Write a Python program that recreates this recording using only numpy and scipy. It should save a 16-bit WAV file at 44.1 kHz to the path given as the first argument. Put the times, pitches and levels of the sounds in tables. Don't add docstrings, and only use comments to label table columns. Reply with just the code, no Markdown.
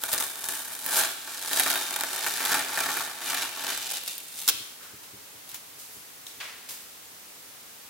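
import sys
import numpy as np
from scipy import signal
from scipy.fft import rfft, irfft, next_fast_len
from scipy.io import wavfile
from scipy.ndimage import uniform_filter1d

SR = 44100
rng = np.random.default_rng(int(sys.argv[2]) if len(sys.argv) > 2 else 0)


def log_audio(samples):
    frames = np.atleast_2d(samples).T
    limited = np.clip(frames, -1, 1)
    pcm = np.round(limited * 32767).astype(np.int16)
    wavfile.write(sys.argv[1], SR, pcm)


N = 348081
TIME = np.arange(N) / SR
SIZE = 2 * (next_fast_len(N + SR) // 2)
FREQS = np.maximum(np.fft.rfftfreq(SIZE, 1 / SR), 1)

# (time [s], level [dB])
SNAP_JERKS = [(4.478, -15), (4.484, -21), (4.4874, -11), (4.4928, -20), (4.4953, -15.5)]
# (frequency [Hz], relative level [dB])
SLIP_SPECTRUM = [(100, -18), (900, -4.5), (2200, -13), (3600, 4), (6000, -1), (10000, 4), (16000, 4)]
# (frequency [Hz], likeness [0-1])
STRIP_LIKENESS = [(500, 0.53), (2000, 0.43), (4000, 0.22), (7500, 0.011), (11000, 0.037), (15000, 0.088)]


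def from_db(db):
    return np.exp(np.asarray(db) * (np.log(10) / 20))


def rms_one(x):
    return x / np.sqrt(np.mean(np.abs(x) ** 2) + 1e-20)


def in_time(rows):
    s, *columns = np.transpose(rows)
    return [np.interp(TIME, s, column) for column in columns]


def at_hz(points, hz=FREQS):
    f, value = np.transpose(points)
    return np.interp(np.log(hz), np.log(f), value)


def filtered(x, response):
    spectrum = rfft(x.astype(np.float32), SIZE)
    return irfft(spectrum * response.astype(np.complex64))[..., :N]


def colour(points, size=16384):
    hz = np.maximum(np.fft.rfftfreq(size, 1 / SR), 1)
    cepstrum = irfft(np.log(from_db(at_hz(points, hz))))
    cepstrum[1:size // 2] *= 2
    cepstrum[size // 2 + 1:] = 0
    impulse = irfft(rms_one(np.exp(rfft(cepstrum))))
    return rfft(impulse.astype(np.float32), SIZE)


def spread(pair, likeness):
    alike = np.clip(at_hz(likeness), -.99, .99)
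    mid, side = filtered(pair, np.sqrt([(1 + alike) / 2, (1 - alike) / 2]))
    return np.array([mid + side, mid - side])


def drift(rate_hz):
    step, run_in = 20, SR // 20
    r = np.exp(-2 * np.pi * rate_hz * step / SR)
    chance = rng.standard_normal(N // step + 2 + run_in)
    slow = signal.lfilter([1], [1, -2 * r, r * r], chance)[run_in:]
    return np.interp(TIME, np.arange(len(slow)) * step / SR, rms_one(slow))


def blows(times, level_db, length_s):
    energy = np.zeros(N)
    energy[np.round(times * SR).astype(int)] = from_db(level_db) ** 2 * length_s * SR
    return energy


def breaks(per_s, size_db, clump_db, clump_rate_hz):
    scatter_db = size_db * np.minimum(rng.exponential(1, N), 4)
    sizes = from_db(scatter_db + clump_db * drift(clump_rate_hz))
    energy = (rng.random(N) < per_s / SR) * sizes ** 2
    return energy / (uniform_filter1d(energy, size=2600) + 1e-9)


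def crackle(energy, ring_s, spike_share):
    r, share = np.exp(-1 / (ring_s * SR)), np.clip(spike_share, 0, 1)
    lingering = signal.lfilter([1 - r], [1, -r], energy + 1e-18)
    pair = np.sqrt((1 - share) * lingering) * rng.standard_normal((2, N))
    pair[0] += np.sqrt(2 * share * energy) * rng.choice([-1, 1], N)
    return pair


def peel():
    # (time [s], canvas [dB], glue fizz [dB])
    balance = [(0, -1.1, 7), (.95, -.3, 5.2), (1.15, -1, -.3), (1.45, -4, 1), (1.65, -1.4, 1.7),
               (2.35, -1, 1.2), (2.6, 3.2, .8), (3.1, .5, .7), (3.68, -1, -1.7), (3.95, -12.5, -2.2),
               (4.15, -14, 4), (4.46, -14, 3.5)]
    # (frequency [Hz], relative level [dB])
    paper_spectrum = [(300, -48), (1200, -10), (2000, -6), (2800, -1.5), (3700, 3), (4600, 1.5),
                      (6000, 0.5), (8000, -2), (16000, -47)]
    # (frequency [Hz], relative level [dB])
    fizz_spectrum = [(1000, -27), (4000, -17), (6500, -3), (8000, 1), (10000, 2.5), (12500, 0.5),
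                     (16000, -4)]
    paper_db = pull_db()
    canvas_db, fizz_db = paper_db + np.array(in_time(balance))
    slip_s, slip_paper_db, slip_canvas_db = all_slips(paper_db, canvas_db)

    attached = np.clip((SNAP_JERKS[-1][0] - TIME) / .01, 0, 1)
    grip = attached * holding(slip_s, hold_s=.009, dip_db=-3)
    threads = grip * breaks(per_s=1900, size_db=3.6, clump_db=1.4, clump_rate_hz=150)

    force = from_db(canvas_db - 4) * crackle(threads, ring_s=.00024, spike_share=.57)
    force += crackle(blows(slip_s, slip_canvas_db, length_s=.0065), ring_s=.0012, spike_share=.6)
    creaks = from_db(paper_db - 2.5) * crackle(threads, ring_s=.0009, spike_share=.4)
    fizz = from_db(fizz_db - .84) * crackle(threads, ring_s=.0011, spike_share=.16)
    slips = crackle(blows(slip_s, slip_paper_db, length_s=.0058), ring_s=.0015, spike_share=.33)
    slips = creased(filtered(slips, colour(SLIP_SPECTRUM)), slip_s, ripple_db=3)

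    strip = from_db(-.63) * filtered(creaks, colour(paper_spectrum))
    strip = strip + filtered(fizz, colour(fizz_spectrum)) + slips
    shake = creaks[0] * from_db(.45 * (canvas_db - paper_db))
    body = canvas(force, thud_db=-5, ring_db=-4.5) + from_db(-2) * frame(shake, wander_db=3.5)
    return body + over_table(spread(strip, STRIP_LIKENESS), echo_db=-7)


def pull_db():
    # (peak time [s], peak level [dB], time to swell by 10 dB [s], time to fade by 10 dB [s])
    tugs = [(0.035, -41.4, 0.016, 0.118), (0.137, -33.8, 0.052, 0.024), (0.207, -33.5, 0.045, 0.073),
            (0.511, -37.7, 0.13, 0.191), (0.716, -44.0, 0.028, 0.093), (0.991, -24.7, 0.084, 0.074),
            (1.298, -42.1, 0.1, 0.432), (1.6, -26.3, 0.094, 0.036), (1.697, -30.5, 0.249, 0.228),
            (1.931, -37.5, 0.082, 0.462), (2.142, -35.6, 0.052, 0.181), (2.267, -32.9, 0.068, 0.114),
            (2.542, -28.2, 0.222, 0.085), (2.801, -31.7, 0.124, 0.144), (2.993, -34.1, 0.244, 0.109),
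            (3.295, -31.4, 0.067, 0.092), (3.421, -31.2, 0.111, 0.05), (3.699, -32.2, 0.137, 0.126),
            (3.964, -33.2, 0.3, 0.044), (4.084, -36.2, 0.03, 0.07), (4.4, -39.5, 0.067, 0.163)]
    creep_db = -52
    power = np.full(N, from_db(creep_db) ** 2)
    for s, db, swell_s, fade_s in tugs:
        away = np.maximum((s - TIME) / swell_s, (TIME - s) / fade_s)
        near = away < 4
        power[near] += from_db(db - 10 * away[near]) ** 2
    return 10 * np.log10(power)


def all_slips(paper_db, canvas_db):
    # (time [s], paper level [dB], canvas level [dB])
    large = [(0.0369, -22, -33), (0.089, -31, -36), (0.1308, -19.5, -37), (0.1374, -19.5, -32),
             (0.1458, -25, -39), (0.1793, -25, -34), (0.1849, -27, -45), (0.2252, -27, -38),
             (0.4416, -29, -41), (0.4871, -27, -33), (0.8632, -24, -35), (1.532, -22, -30),
             (1.5971, -16, -24), (1.6624, -26, -26), (1.7019, -22, -31), (1.7571, -25, -27),
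             (1.9614, -25, -33), (2.0092, -24, -32), (2.0357, -26, -29), (2.4517, -22, -39),
             (2.5426, -29, -25), (2.5925, -29, -30), (2.804, -26, -31), (2.86, -30, -30),
             (2.9164, -28, -35), (2.9705, -30, -31), (3.3449, -26, -33), (3.9129, -27, -42),
             (4.0361, -34, -53), (4.078, -27, -44), (4.1803, -32, -60)]
    median_gap_s, scatter_db = 1 / 13, 1.6
    above_paper_db, above_canvas_db = 1.8, .6
    chance = rng.standard_normal((200, 3))
    s = np.cumsum(np.exp(.6 * chance[:, 0]) * median_gap_s)
    on_paper = np.interp(s, TIME, paper_db) + above_paper_db + scatter_db * chance[:, 1]
    on_canvas = np.interp(s, TIME, canvas_db) + above_canvas_db + scatter_db * chance[:, 2]
    during_peel = (s > large[0][0]) & (s < SNAP_JERKS[0][0])
    small = np.column_stack([s, on_paper, on_canvas])[during_peel]
    return np.vstack([large, small]).T


def holding(times, hold_s, dip_db):
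    stuck = np.zeros(N)
    for s in times:
        at = slice(round((s - hold_s) * SR), round(s * SR))
        stuck[at] = np.minimum(3 * (TIME[at] - s + hold_s) / hold_s, 1)
    return from_db(dip_db * stuck) ** 2


def creased(x, times, ripple_db):
    out, size = x.copy(), 512
    knots_hz = np.geomspace(1500, 16000, 9)
    hz = np.fft.rfftfreq(size, 1 / SR)
    for s, knots in zip(times, rng.standard_normal((len(times), len(knots_hz)))):
        start = round(s * SR) - size // 8
        at = slice(start, start + size)
        ripple = rms_one(from_db(ripple_db * np.interp(hz, knots_hz, knots)))
        out[:, at] = irfft(rfft(out[:, at]) * ripple)
    return out


def canvas(force, thud_db, ring_db):
    # (frequency [Hz], width [Hz], relative level [dB])
    mode_table = [(103, 15, -5.5), (160, 16, -17.5), (195, 7.4, -4), (275, 15, -1), (334.4, 16, 0.5),
                  (401, 16, 0), (477, 60, -45), (674, 19, 6), (753.4, 48, 5.5), (857.5, 101, 9.5),
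                  (952, 11, -1), (1118, 20, 8), (1188, 42, 7.5), (1232, 30, 7.5), (1309, 94, 3.5),
                  (1445, 37, 10), (1624, 72, 7.5), (1685, 40, 6.5), (1888, 62, 10), (2354, 48, 8)]
    # (frequency [Hz], relative level [dB])
    thud_spectrum = [(25, -13), (60, -23.5), (130, -0.5), (350, 0.5), (800, 3), (1700, 13), (2300, 3),
                     (3200, 4), (8000, -72.5)]
    # (frequency [Hz], likeness [0-1])
    cloth_likeness = [(60, 0.56), (300, 1), (700, 0.91), (1700, 0.67), (3000, 0.27)]
    modes = []
    for k, (hz, width_hz, db) in enumerate(mode_table):
        resonance = 1 / (1 + 1j * (FREQS ** 2 - hz ** 2) / (FREQS * width_hz))
        modes.append((-1) ** k * from_db(db) * resonance)
    modes = np.array(modes, dtype=np.complex64)

    place = 2 * np.pi * TIME / 3 + drift(3)
    ring = 0
    for nearness in (np.cos(place), np.sin(place)):
        chance = rng.standard_normal(len(modes)) + 1j * rng.standard_normal(len(modes))
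        coupling = (1 + .35 * chance).astype(np.complex64)
        ring = ring + filtered(force * np.abs(nearness), rms_one(coupling @ modes))
    ring = np.roll(ring, round(.0015 * SR), axis=1)
    thud = filtered(force, colour(thud_spectrum))
    return spread(from_db(thud_db) * thud + from_db(ring_db) * ring, cloth_likeness)


def frame(drive, wander_db):
    notes = [(850, 140, -18, -14.5), (1170, 80, -20, -30), (1390, 70, -18, -27), (1600, 90, -13, -22),
             (2420, 110, -20, -17), (2790, 120, -26, -13), (3050, 140, -19, -12), (3680, 130, -18, -12.5)]
    corner_s, blend_s = 3.2, .1
    cornered = .5 + .5 * np.tanh((TIME - corner_s) / blend_s)
    out = np.zeros(N)
    for hz, width_hz, edge_db, corner_db in notes:
        coupling = from_db(edge_db + (corner_db - edge_db) * cornered + wander_db * drift(3))
        r = np.exp(-np.pi * width_hz / SR)
        poles = [1, -2 * r * np.cos(2 * np.pi * hz / SR), r * r]
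        out += np.sqrt((1 - r * r) / 2) * signal.lfilter([1, 0, -1], poles, drive * coupling + 1e-18)
    return out


def over_table(x, echo_db):
    # (time [s], left delay [ms], right delay [ms])
    bounce = [(0, 1.48, 1.56), (1.2, 1.18, 1.78), (3.2, 1.67, 2.1), (4.5, 2.4, 1.9)]
    echo = [np.interp(TIME - ms / 1000, TIME, ear) for ms, ear in zip(in_time(bounce), x)]
    return x + from_db(echo_db) * np.array(echo)


def snap():
    # (frequency [Hz], relative level [dB])
    snap_spectrum = [(60, -27), (150, -14), (300, -8.5), (600, -13), (950, -4), (1450, -1.5), (2000, -6),
                     (3400, 2), (4300, -1.5), (5200, 2.5), (7000, -0.5), (10000, 1), (13000, -1),
                     (16000, 2.5)]
    jerks = crackle(blows(*np.transpose(SNAP_JERKS), length_s=.0048), ring_s=.0028, spike_share=.03)
    return over_table(spread(filtered(jerks, colour(snap_spectrum)), STRIP_LIKENESS), echo_db=-13)


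def crease():
    # (time [s], hollow tick level [dB], bright crack level [dB])
    flips = [(5.477, -60, -47), (5.492, -56, -41), (5.497, -55, -43), (5.516, -57, -38), (5.545, -52, -37),
             (6.267, -36, -45)]
    # (frequency [Hz], relative level [dB])
    hollow_spectrum = [(500, -24), (2400, -16), (3100, -1), (3700, 3), (4600, -9), (7000, -9), (12000, -16),
                       (16000, -22)]
    s, hollow_db, crack_db = np.transpose(flips)
    hollow = crackle(blows(s, hollow_db, length_s=.005), ring_s=.0012, spike_share=.055)
    crack = crackle(blows(s, crack_db, length_s=.005), ring_s=.001, spike_share=.3)
    ticks = filtered(hollow, colour(hollow_spectrum)) + filtered(crack, colour(SLIP_SPECTRUM))
    return spread(ticks, STRIP_LIKENESS)


def rustles():
    # (time [s], level [dB], rise [s], 60 dB decay [s], centre [Hz], width [octaves])
    flutters = [(4.5, -53.5, .02, .6, 1400, 1), (4.53, -49.5, .09, .55, 3460, 0.33),
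                (4.803, -52.5, 0.0055, .8, 1440, 0.28), (4.82, -45.5, 0.011, 0.39, 4900, 1.6),
                (5.03, -47, .005, 0.21, 4500, 1.9), (5.48, -44, .02, 0.35, 8000, 2.5),
                (5.5, -55, .038, .2, 2190, .55), (5.541, -35, 0.004, .15, 10000, 2.6),
                (5.78, -42, 0.018, 0.65, 9000, 1.3), (5.88, -49, .07, 0.64, 12000, 1.1),
                (6.268, -44, 0.0018, 0.64, 6000, 1.3), (6.4, -36.8, 0.003, 0.78, 2280, 0.89),
                (6.4, -57.5, .01, 1, 746, .95), (6.686, -35.5, 0.0039, 0.63, 8400, 2)]
    contacts = breaks(per_s=9000, size_db=1.8, clump_db=.7, clump_rate_hz=120)
    grains = crackle(contacts, ring_s=.0015, spike_share=.12)
    out, t = np.zeros((2, N)), TIME[:SR]
    hz = np.maximum(np.fft.rfftfreq(SR, 1 / SR), 1)
    for s, db, rise, t60, centre_hz, octaves in flutters:
        at = slice(round(s * SR), round(s * SR) + SR)
        band = rms_one((1 + (np.log2(hz / centre_hz) / octaves) ** 2 / 2) ** -1.5)
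        swell = np.minimum(t / rise, 1) * from_db(db - 60 * np.maximum(t - rise, 0) / t60)
        out[:, at] += swell * irfft(rfft(grains[:, at]) * band, SR)
    return spread(out, STRIP_LIKENESS)


def bumps(contact_s=.0066):
    # (time [s], relative level [dB])
    contacts = [(4.535, -54.5), (4.6, -56), (4.93, -53), (5.132, -52), (5.345, -58), (5.523, -63),
                (5.96, -56), (6.38, -62), (6.69, -63)]
    # (frequency [Hz], 60 dB decay [s], relative level [dB])
    table_notes = [(75, 0.13, -7), (118, .13, 0.5), (205, 0.12, -1.5), (306, 0.13, 1.5), (409, .12, -2.5)]
    out, t = np.zeros(N), TIME[:SR // 2]
    for s, db in contacts:
        start = round(s * SR)
        for hz, t60, note_db in table_notes:
            level_db = db + note_db + rng.normal(0, 2)
            swell = (1 - np.exp(-t / contact_s)) * from_db(level_db - 60 * t / t60)
            out[start:start + len(t)] += swell * np.sin(2 * np.pi * (hz * t + rng.random()))
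    return from_db(5.5) * out


def room(x, wet_db, build_s):
    # (frequency [Hz], 60 dB decay [s])
    decay = [(150, 0.4), (600, 0.74), (1800, 0.93), (3600, 0.57), (9000, 0.85), (16000, 0.87)]
    # (frequency [Hz], relative level [dB])
    room_spectrum = [(60, -32), (280, 6), (600, 5.5), (1000, -2.5), (1500, -1), (2100, 4), (2900, 6),
                     (3500, 4.5), (4100, 4), (5300, 0), (9000, -2), (16000, -7)]
    t, tail = TIME[:SR], 0
    edges = np.geomspace(60, 17000, 9)
    for low, high in zip(edges, edges[1:]):
        bandpass = signal.butter(2, [low, high], "band", fs=SR, output="sos")
        band = signal.sosfilt(bandpass, rng.standard_normal((2, SR)))
        tail = tail + band * from_db(-60 * t / at_hz(decay, np.sqrt(low * high)))
    tail = rms_one(tail * (1 - np.exp(-t / build_s))) / np.sqrt(SR)
    return from_db(wet_db) * filtered(x, rfft(tail, SIZE) * colour(room_spectrum))


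def hiss(level_db):
    # (frequency [Hz], relative level [dB])
    hiss_spectrum = [(12, -57), (20, -24), (42, -17), (98, -9), (176, -8.5), (317, -5.5), (355, -10),
                     (408, -5.5), (620, -7.5), (843, -6.5), (1600, -7), (2120, -7), (15800, -8.5)]
    # (frequency [Hz], likeness [0-1])
    air_likeness = [(60, 0.16), (180, 0.37), (550, 0.24), (1650, 0.077), (4970, 0.088), (15000, 0.0)]
    noise = filtered(rng.standard_normal((2, N)), colour(hiss_spectrum))
    return from_db(level_db) * spread(noise, air_likeness)


def scene():
    near = peel() + snap() + crease() + bumps()
    return near + room(near, wet_db=-11, build_s=.0033) + rustles() + hiss(level_db=-45.42)


def record(dry):
    cutoff_hz = 15930
    return filtered(dry, 1 / np.sqrt(1 + (FREQS / cutoff_hz) ** 240))


dry = scene()
out = record(dry)
log_audio(out)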